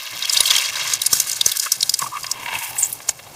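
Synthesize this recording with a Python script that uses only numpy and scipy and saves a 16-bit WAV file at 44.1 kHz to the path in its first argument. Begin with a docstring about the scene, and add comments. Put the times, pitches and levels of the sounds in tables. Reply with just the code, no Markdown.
"""Pulp crackles as it tears, then sharp wet pops burst over it: a hand crushes half a blood orange
close by in a dead, quiet room. Pops and crackle are random clicks that ring small resonances.
Fine bubbles make the fizz of juice. Later juice gurgles through an air pocket in the fist, squirts
out between the fingers, and a last sac bursts. Soft thuds and a faint room tone lie beneath."""
import sys
import numpy as np
from scipy import signal
from scipy.fft import rfft, irfft
from scipy.io import wavfile

SR = 44100
rng = np.random.default_rng(int(sys.argv[2]) if len(sys.argv) > 2 else 0)


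def digitize_waveform(pressure):
    """Quantize a signal to 16-bit integers and store it at the path in sys.argv[1].

    Rows of a 2-D input are taken as channels; values are limited to [-1, 1].
    """
    field = np.atleast_2d(pressure).T
    bounded = np.clip(field, -1, 1)
    quanta = np.round(bounded * 32767).astype(np.int16)
    wavfile.write(sys.argv[1], SR, quanta)


N = 147735
TIME = np.arange(N) / SR  # seconds
LEVEL_WINDOW_S = .005  # a short sound's level spreads its energy over this time
FIZZ_PIVOT_HZ = 8100  # brightness tilts about this pitch


def from_db(db):
    """Turn decibels into a gain."""
    return 10 ** (np.asarray(db) / 20)


def rms_one(x):
    """Scale a sound to an average (RMS) level of 1."""
    return x / np.sqrt(np.mean(x ** 2) + 1e-20)


def in_time(rows):
    """Join the points of each column by straight lines over the whole scene."""
    seconds, *columns = np.transpose(rows)
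    return [np.interp(TIME, seconds, column) for column in columns]


def during(rows):
    return (TIME > rows[0][0]) & (TIME < rows[-1][0])


def at_hz(points, hz):
    """Read a spectrum in dB, with pitch on a logarithmic axis."""
    points_hz, points_db = np.array(points).T
    return np.interp(np.log(hz + 1e-9), np.log(points_hz), points_db)


def drift(per_s):
    """A slow random curve: per_s random points a second, joined by straight lines."""
    knots = rng.standard_normal(N // 20)
    return np.interp(TIME * per_s, np.arange(len(knots)), knots)


def band(x, low_hz, high_hz):
    """Keep a band of pitches with gentle edges."""
    edges_hz = [min(low_hz, high_hz / 2), min(high_hz, SR / 2 - 1000)]
    return signal.sosfilt(signal.butter(2, edges_hz, "band", fs=SR, output="sos"), x)


def ring(x, hz, q):
    """A fixed resonance; a higher q rings longer."""
    b, a = signal.iirpeak(min(hz, SR / 2 - 1000), max(q, 4 * hz / SR), fs=SR)
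    return signal.lfilter(b, a, x + 1e-18)


def moving_ring(x, hz, width_hz):
    """A steep-sided resonance whose pitch can move, at unit level."""
    turn = np.exp(2j * np.pi * np.cumsum(hz + 0 * TIME) / SR)
    r = np.exp(-np.pi * width_hz / SR)
    # shift the moving pitch down to 0 Hz, smooth there, then shift back up
    smoothed = signal.lfilter([1], [1, -2 * r, r * r], x / turn + 1e-18)
    return rms_one((smoothed * turn).real)


def clicks(per_s, spread_db, size=N):
    """Random clicks: a few stand out as larger, or as smaller if the spread is negative."""
    sizes = from_db(spread_db * np.minimum(rng.exponential(1, size), 5))
    signs = rng.choice([-1, 1], size)
    return sizes * signs * (rng.random(size) < per_s / SR)


def add(out, start_s, sound, level_db):
    """Place a short sound, setting its level from its energy over the level window."""
    i = max(int(start_s * SR), 0)
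    unit = sound * np.sqrt(LEVEL_WINDOW_S * SR / (np.sum(sound ** 2) + 1e-20))
    out[i:i + len(sound)] += (from_db(level_db) * unit)[:N - i]


def rupture(length_s, size=2400):
    """A membrane rips in a quick run of tears, with a faint spray that dies away."""
    attack_s, release_s, spray_db, spray_decay_s = .0004, .0023, -21, .007
    t = np.arange(size) / SR
    shape = np.minimum(t / attack_s, 1) * np.exp(-np.maximum(t - length_s, 0) / release_s)
    spray = from_db(spray_db) * np.exp(-t / spray_decay_s)
    tears = clicks(per_s=4000, spread_db=.5, size=size) + .5 * rng.standard_normal(size)
    return tears * (shape + spray)


def bursting_sacs():
    """Each rupture rings a small bubble and a smaller twin, and throws a crack and a bright spray."""
    # juice sacs that burst: start_s, pitch_hz, bubble_db, crack_db, spray_db
    # (the three levels come before the shared trims below)
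    sac_bursts = [(0.2248, 3730, -20.5, -24, -40), (.254, 3200, -24.5, -23, -19),
                  (0.296, 4930, -16, -15.5, -40), (0.3274, 5300, -28, -17, -21),
                  (0.3333, 7660, -18, -13.5, -33), (0.346, 3580, -20.5, -27, -35),
                  (0.3694, 3710, -13.5, -21, -30), (0.373, 4550, -14, -12.5, -33),
                  (0.4051, 3810, -11.5, -35, -33), (.406, 10060, -10, -8, -25),
                  (0.4563, 3260, -17.5, -24, -30), (0.477, 3840, -20.5, -27, -32),
                  (.504, 3530, -13.5, -22, -25), (0.509, 3500, -11.5, -10, -9),
                  (.553, 3120, -16.5, -25, -28.7), (0.5634, 3090, -19.5, -10.5, -19),
                  (0.582, 3390, -17, -19, -39), (0.9363, 6570, -14.5, -12.5, -12),
                  (1.0179, 3870, -21, -14, -5), (1.0357, 9900, -31, -40, -26),
                  (1.0618, 5000, -19, -14, -22), (1.0651, 9870, -12.5, -11, -24),
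                  (1.1308, 5800, -10, -26, -0.5), (1.2007, 6220, -12.5, -10, -2),
                  (1.2962, 8550, -27, -18, -16), (1.3156, 5000, -23.5, -19.5, -15),
                  (1.33, 6670, -22.5, -34, -38), (1.4121, 3620, -12, -12.5, -12),
                  (1.462, 6160, -8, -12, -5), (1.518, 3500, -19.5, -23, -5), (1.57, 5200, -33, -16, -6.5),
                  (1.5975, 5050, -17.5, -13.5, -10), (1.7198, 5600, -11.5, -15, -0.5),
                  (1.807, 5230, -18, -23, -28), (1.8288, 4040, -14, -11, -30), (1.8949, 5110, -14, -18, -5),
                  (1.9403, 5000, -14.5, -9, -30), (1.9908, 7650, -19.5, -20, -12),
                  (2.232, 4770, -28.5, -28, -20), (2.2657, 5000, -26.5, -32, -31),
                  (2.3147, 5930, -16.5, -19.5, -14.5), (2.928, 10950, -21, -36, -28),
                  (3.0907, 7120, -13, -14.5, -35)]
    bubble_trim_db, crack_trim_db, spray_trim_db = 1.5, -3, -13.5
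    burst_s, bubble_q = .0017, 14
    crack_low_hz, crack_top_hz, spray_top_hz = 4390, 8950, 15100
    spray_low_hz = spray_top_hz / 2
    out = np.zeros(N)
    for start_s, hz, bubble_db, crack_db, spray_db in sac_bursts:
        twin_db = -7 * hz / crack_low_hz  # high twins hardly ring
        for pitch_hz, db in ((hz, 0), (hz * 1.346, twin_db)):
            bubble = ring(ring(rupture(burst_s), pitch_hz, bubble_q), pitch_hz, 1)
            add(out, start_s, bubble, bubble_db + bubble_trim_db + db)
        # a higher bubble has a higher crack
        crack = band(rupture(burst_s), crack_low_hz * np.sqrt(hz / 5000), crack_top_hz)
        add(out, start_s, crack, crack_db + crack_trim_db)
        spray = band(rupture(burst_s), spray_low_hz, spray_top_hz)
        spray = band(spray, spray_low_hz, spray_top_hz)  # twice for steeper edges
        add(out, start_s, spray, spray_db + spray_trim_db)
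    return out


def grains(colour, per_s, spread_db, q, clump_db, tick_hz, tilt_db=0, count=26):
    """Tiny bubbles ring at many pitches, in clumps, with shared snaps and dry ticks; unit level."""
    snap_share = .7  # how much snaps that ring all pitches add to each pitch's own clicks
    total, power = 0, 0
    snaps = rms_one(clicks(per_s / 10, spread_db))
    clumps = from_db(clump_db * drift(110))
    for k, hz in enumerate(np.geomspace(colour[0][0], colour[-1][0], count)):
        own_clicks = rms_one(clicks(per_s / count, spread_db))
        drive = own_clicks + snap_share * (-1) ** k * snaps
        colour_db = at_hz(colour, hz) + tilt_db * np.log2(hz / FIZZ_PIVOT_HZ)
        gain = from_db(colour_db) * np.sqrt(hz)  # higher bands are wider
        total = total + gain * rms_one(ring(ring(drive, hz, q), hz, 1))
        power = power + gain ** 2
    bubbles = rms_one(total / np.sqrt(power) * clumps)
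    ticks = rms_one(band(clicks(per_s=140, spread_db=2.2), tick_hz / 2, tick_hz * 2))
    return rms_one(bubbles + from_db(-8) * ticks)


def squelch():
    """Many small clicks ring as the coarse crackle of pulp and the finer fizz of pressed juice."""
    # crackle of the tearing pulp: time_s, level_db
    pulp_curve = [(0, -31.5), (.095, -33), (.28, -29), (.44, -25.5), (.53, -20), (.61, -24), (.66, -23),
                  (.71, -28), (.78, -23), (.84, -27), (.93, -26), (1.0, -36.5), (1.27, -35), (1.48, -34),
                  (1.53, -37), (1.67, -36.5), (1.78, -43.5), (2.1, -47.5), (2.6, -42), (2.85, -40.5),
                  (2.97, -52)]
    # spectrum of the crackle: pitch_hz, level_db (per Hz)
    pulp_colour = [(350, -35), (600, -15.5), (1100, -5), (1500, -8), (2300, -1), (3300, -2), (4500, -3.5),
                   (6500, -6), (9000, -25), (15000, -39)]
    # fizz of juice pressed through the pulp: time_s, level_db
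    fizz_curve = [(.1, -41), (.305, -36.5), (.34, -26), (.56, -25.5), (.7, -34), (.86, -33.5), (.92, -26),
                  (.99, -39.5), (1.035, -30.5), (1.1, -35), (1.145, -18.5), (1.18, -22), (1.24, -30),
                  (1.38, -29.5), (1.425, -40), (1.478, -20.5), (1.51, -34), (1.565, -30.5), (1.66, -26),
                  (1.7, -42), (1.732, -25), (1.775, -40), (1.905, -30.5), (1.965, -37), (2.0, -28.5),
                  (2.1, -40.5), (2.28, -37.5), (2.36, -44.5), (2.65, -29), (2.745, -39), (2.78, -24),
                  (2.86, -28.5), (2.935, -34.5), (2.97, -40), (3.065, -43), (3.095, -22), (3.13, -47.5)]
    # spectrum of the fizz before the brightness tilt: pitch_hz, level_db (per Hz)
    fizz_colour = [(1500, -16), (3000, -42), (4500, -8), (6000, -2), (8000, -4), (10500, -4.5),
                   (13000, -7.5), (15500, -12)]
    # brightness of the fizz: time_s, tilt_db (per octave)
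    brightness_curve = [(0, 18), (.42, -1.5), (.8, -8.5), (1.2, -4), (1.45, -6.5), (2.28, -3), (2.5, 0),
                        (2.92, 16), (3.0, -4.5)]
    [pulp_db], [fizz_db] = in_time(pulp_curve), in_time(fizz_curve)
    [tilt_db] = in_time(brightness_curve)
    pulp = grains(pulp_colour, per_s=2700, spread_db=2, q=7.2, clump_db=2.2, tick_hz=3840)
    fizz = grains(fizz_colour, per_s=5500, spread_db=-.5, q=3.1, clump_db=4,
                  tick_hz=FIZZ_PIVOT_HZ, tilt_db=tilt_db)
    return from_db(pulp_db) * pulp + from_db(fizz_db) * fizz


def gurgle():
    """Breaking films of juice ring a pocket whose pitch sinks, and a broad resonance above it."""
    # juice in the air pocket: time_s, pitch_hz, pocket level_db, upper resonance level_db
    gurgle_curve = [(1.99, 1130, -45, -36), (2.02, 1110, -30.5, -42), (2.066, 1160, -33.5, -44),
                    (2.1, 1130, -62, -70), (2.135, 1150, -29.5, -45.5), (2.178, 1114, -31, -35.5),
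                    (2.21, 1130, -53, -56), (2.25, 1100, -43, -44), (2.33, 1054, -43.5, -42),
                    (2.53, 903, -33, -30.5), (2.67, 870, -35.5, -32.5), (2.73, 820, -37.5, -45),
                    (2.85, 830, -41, -40), (2.89, 800, -53, -52), (3.35, 746, -51, -56)]
    width_hz, upper_hz, upper_width_hz = 170, 2370, 1700
    hz, level_db, upper_db = in_time(gurgle_curve)
    films = clicks(per_s=1000, spread_db=3)
    # the pitch shakes most where it is highest
    highness = (hz - hz.min()) / np.ptp(hz)
    flutter = 1 + .095 * drift(160) * highness ** 2
    pocket = moving_ring(films, hz * flutter, width_hz)
    pocket = rms_one(band(pocket, hz.min() - width_hz / 2, upper_hz))
    upper = moving_ring(films, upper_hz, upper_width_hz)
    upper = rms_one(band(upper, upper_hz / 2, upper_hz + upper_width_hz))
    return during(gurgle_curve) * (from_db(level_db) * pocket + from_db(upper_db) * upper)


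def squirt():
    """Sputtering juice, as random clicks, rings a narrow gap in two spurts."""
    # juice through the gap: time_s, pitch_hz, level_db
    squirt_curve = [(2.772, 8160, -55), (2.788, 7860, -15), (2.805, 9700, -23), (2.822, 7940, -31),
                    (2.83, 7500, -7.5), (2.84, 7000, -18), (2.854, 7500, -24), (2.872, 7940, -28)]
    hz, level_db = in_time(squirt_curve)
    sputter = clicks(per_s=830, spread_db=2.7)
    return during(squirt_curve) * from_db(level_db) * moving_ring(sputter, hz, width_hz=930)


def air_pockets():
    """Larger pockets rip open, each with a hollow ring and a smack."""
    # pockets that open: start_s, length_s, pitch_hz, ring_db, smack_db (levels before the trims)
    pocket_plops = [(1.661, 0.01, 1290, -21, -21.5), (2.019, 0.0076, 1160, -19, -24),
                    (2.023, 0.0037, 124, -32.5, -34), (2.2435, 0.00057, 2290, -27.5, -18.5),
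                    (2.461, 0.00069, 2000, -23, -38), (2.481, 0.0081, 984, -26, -21),
                    (2.528, 0.0023, 970, -24.5, -20.5), (2.5523, 0.0015, 2630.0, -20, -29),
                    (2.766, 0.00045, 2000, -29.5, -33), (3.004, 0.00093, 850, -50, -29.5),
                    (3.089, 0.0057, 786, -29, -17), (3.191, 0.0082, 570, -42.5, -29.5),
                    (3.265, 0.0088, 770, -38.5, -36)]
    ring_trim_db, smack_trim_db = -.5, -5.5
    out = np.zeros(N)
    for start_s, length_s, hz, ring_db, smack_db in pocket_plops:
        hollow = ring(ring(rupture(length_s), hz, 5.9), hz, .68)
        add(out, start_s, hollow, ring_db + ring_trim_db)
        smack = band(rupture(length_s), 840, 3220)
        add(out, start_s, smack, smack_db + smack_trim_db)
    return out


def flesh(size=4000):
    """The flesh gives way in soft thuds: low noise that dies away very fast."""
    # thuds: start_s, level_db, top_hz
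    flesh_thuds = [(0.406, -30.5, 656), (1.13, -24, 810), (1.465, -28.5, 660), (3.092, -34.5, 700)]
    low_hz, decay_s = 60.5, .002
    out, t = np.zeros(N), np.arange(size) / SR
    for start_s, level_db, top_hz in flesh_thuds:
        noise = rng.standard_normal(size) * np.exp(-t / decay_s)
        add(out, start_s, band(noise, low_hz, top_hz), level_db)
    return out


def room_tone():
    """Shaped noise gives a faint rumble and hiss that waver together."""
    # spectrum of the room: pitch_hz, level_db (per Hz, before the overall level)
    room_colour = [(40, -13), (70, -6.5), (125, 3), (190, -6.5), (420, -7), (900, -2.5), (2000, -19.5),
                   (15000, -18)]
    level_db, waver_db, waver_per_s = -45, 5, 14
    gain = from_db(at_hz(room_colour, np.fft.rfftfreq(N, 1 / SR)))
    noise = irfft(rfft(rng.standard_normal(N)) * gain, N)
    return from_db(level_db) * rms_one(noise * from_db(waver_db * drift(waver_per_s)))


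def scene():
    """The fruit arrives twice, weaker copy first, as from two mixed microphones: a hollow colour."""
    gap_s, early_share, side_db = 81 / 44100, .53, -37
    fruit = bursting_sacs() + squelch() + gurgle() + squirt() + air_pockets() + flesh()
    lag = round(gap_s * SR)
    early = np.pad(fruit[lag:], (0, lag))
    mid = fruit + early_share * early + room_tone()
    # a faint quarter-turn copy of the sound makes left and right differ slightly
    side = from_db(side_db) * signal.hilbert(mid).imag
    return np.array([mid + side, mid - side])


def record(dry):
    """Round off the loudest pops, then cut the top of the treble."""
    ceiling, cutoff_hz = .95, 15400
    rounded = dry / (1 + (dry / ceiling) ** 4) ** (1 / 4)
    return signal.sosfilt(signal.ellip(10, .1, 80, cutoff_hz, fs=SR, output="sos"), rounded)


dry = scene()
out = record(dry)
digitize_waveform(out)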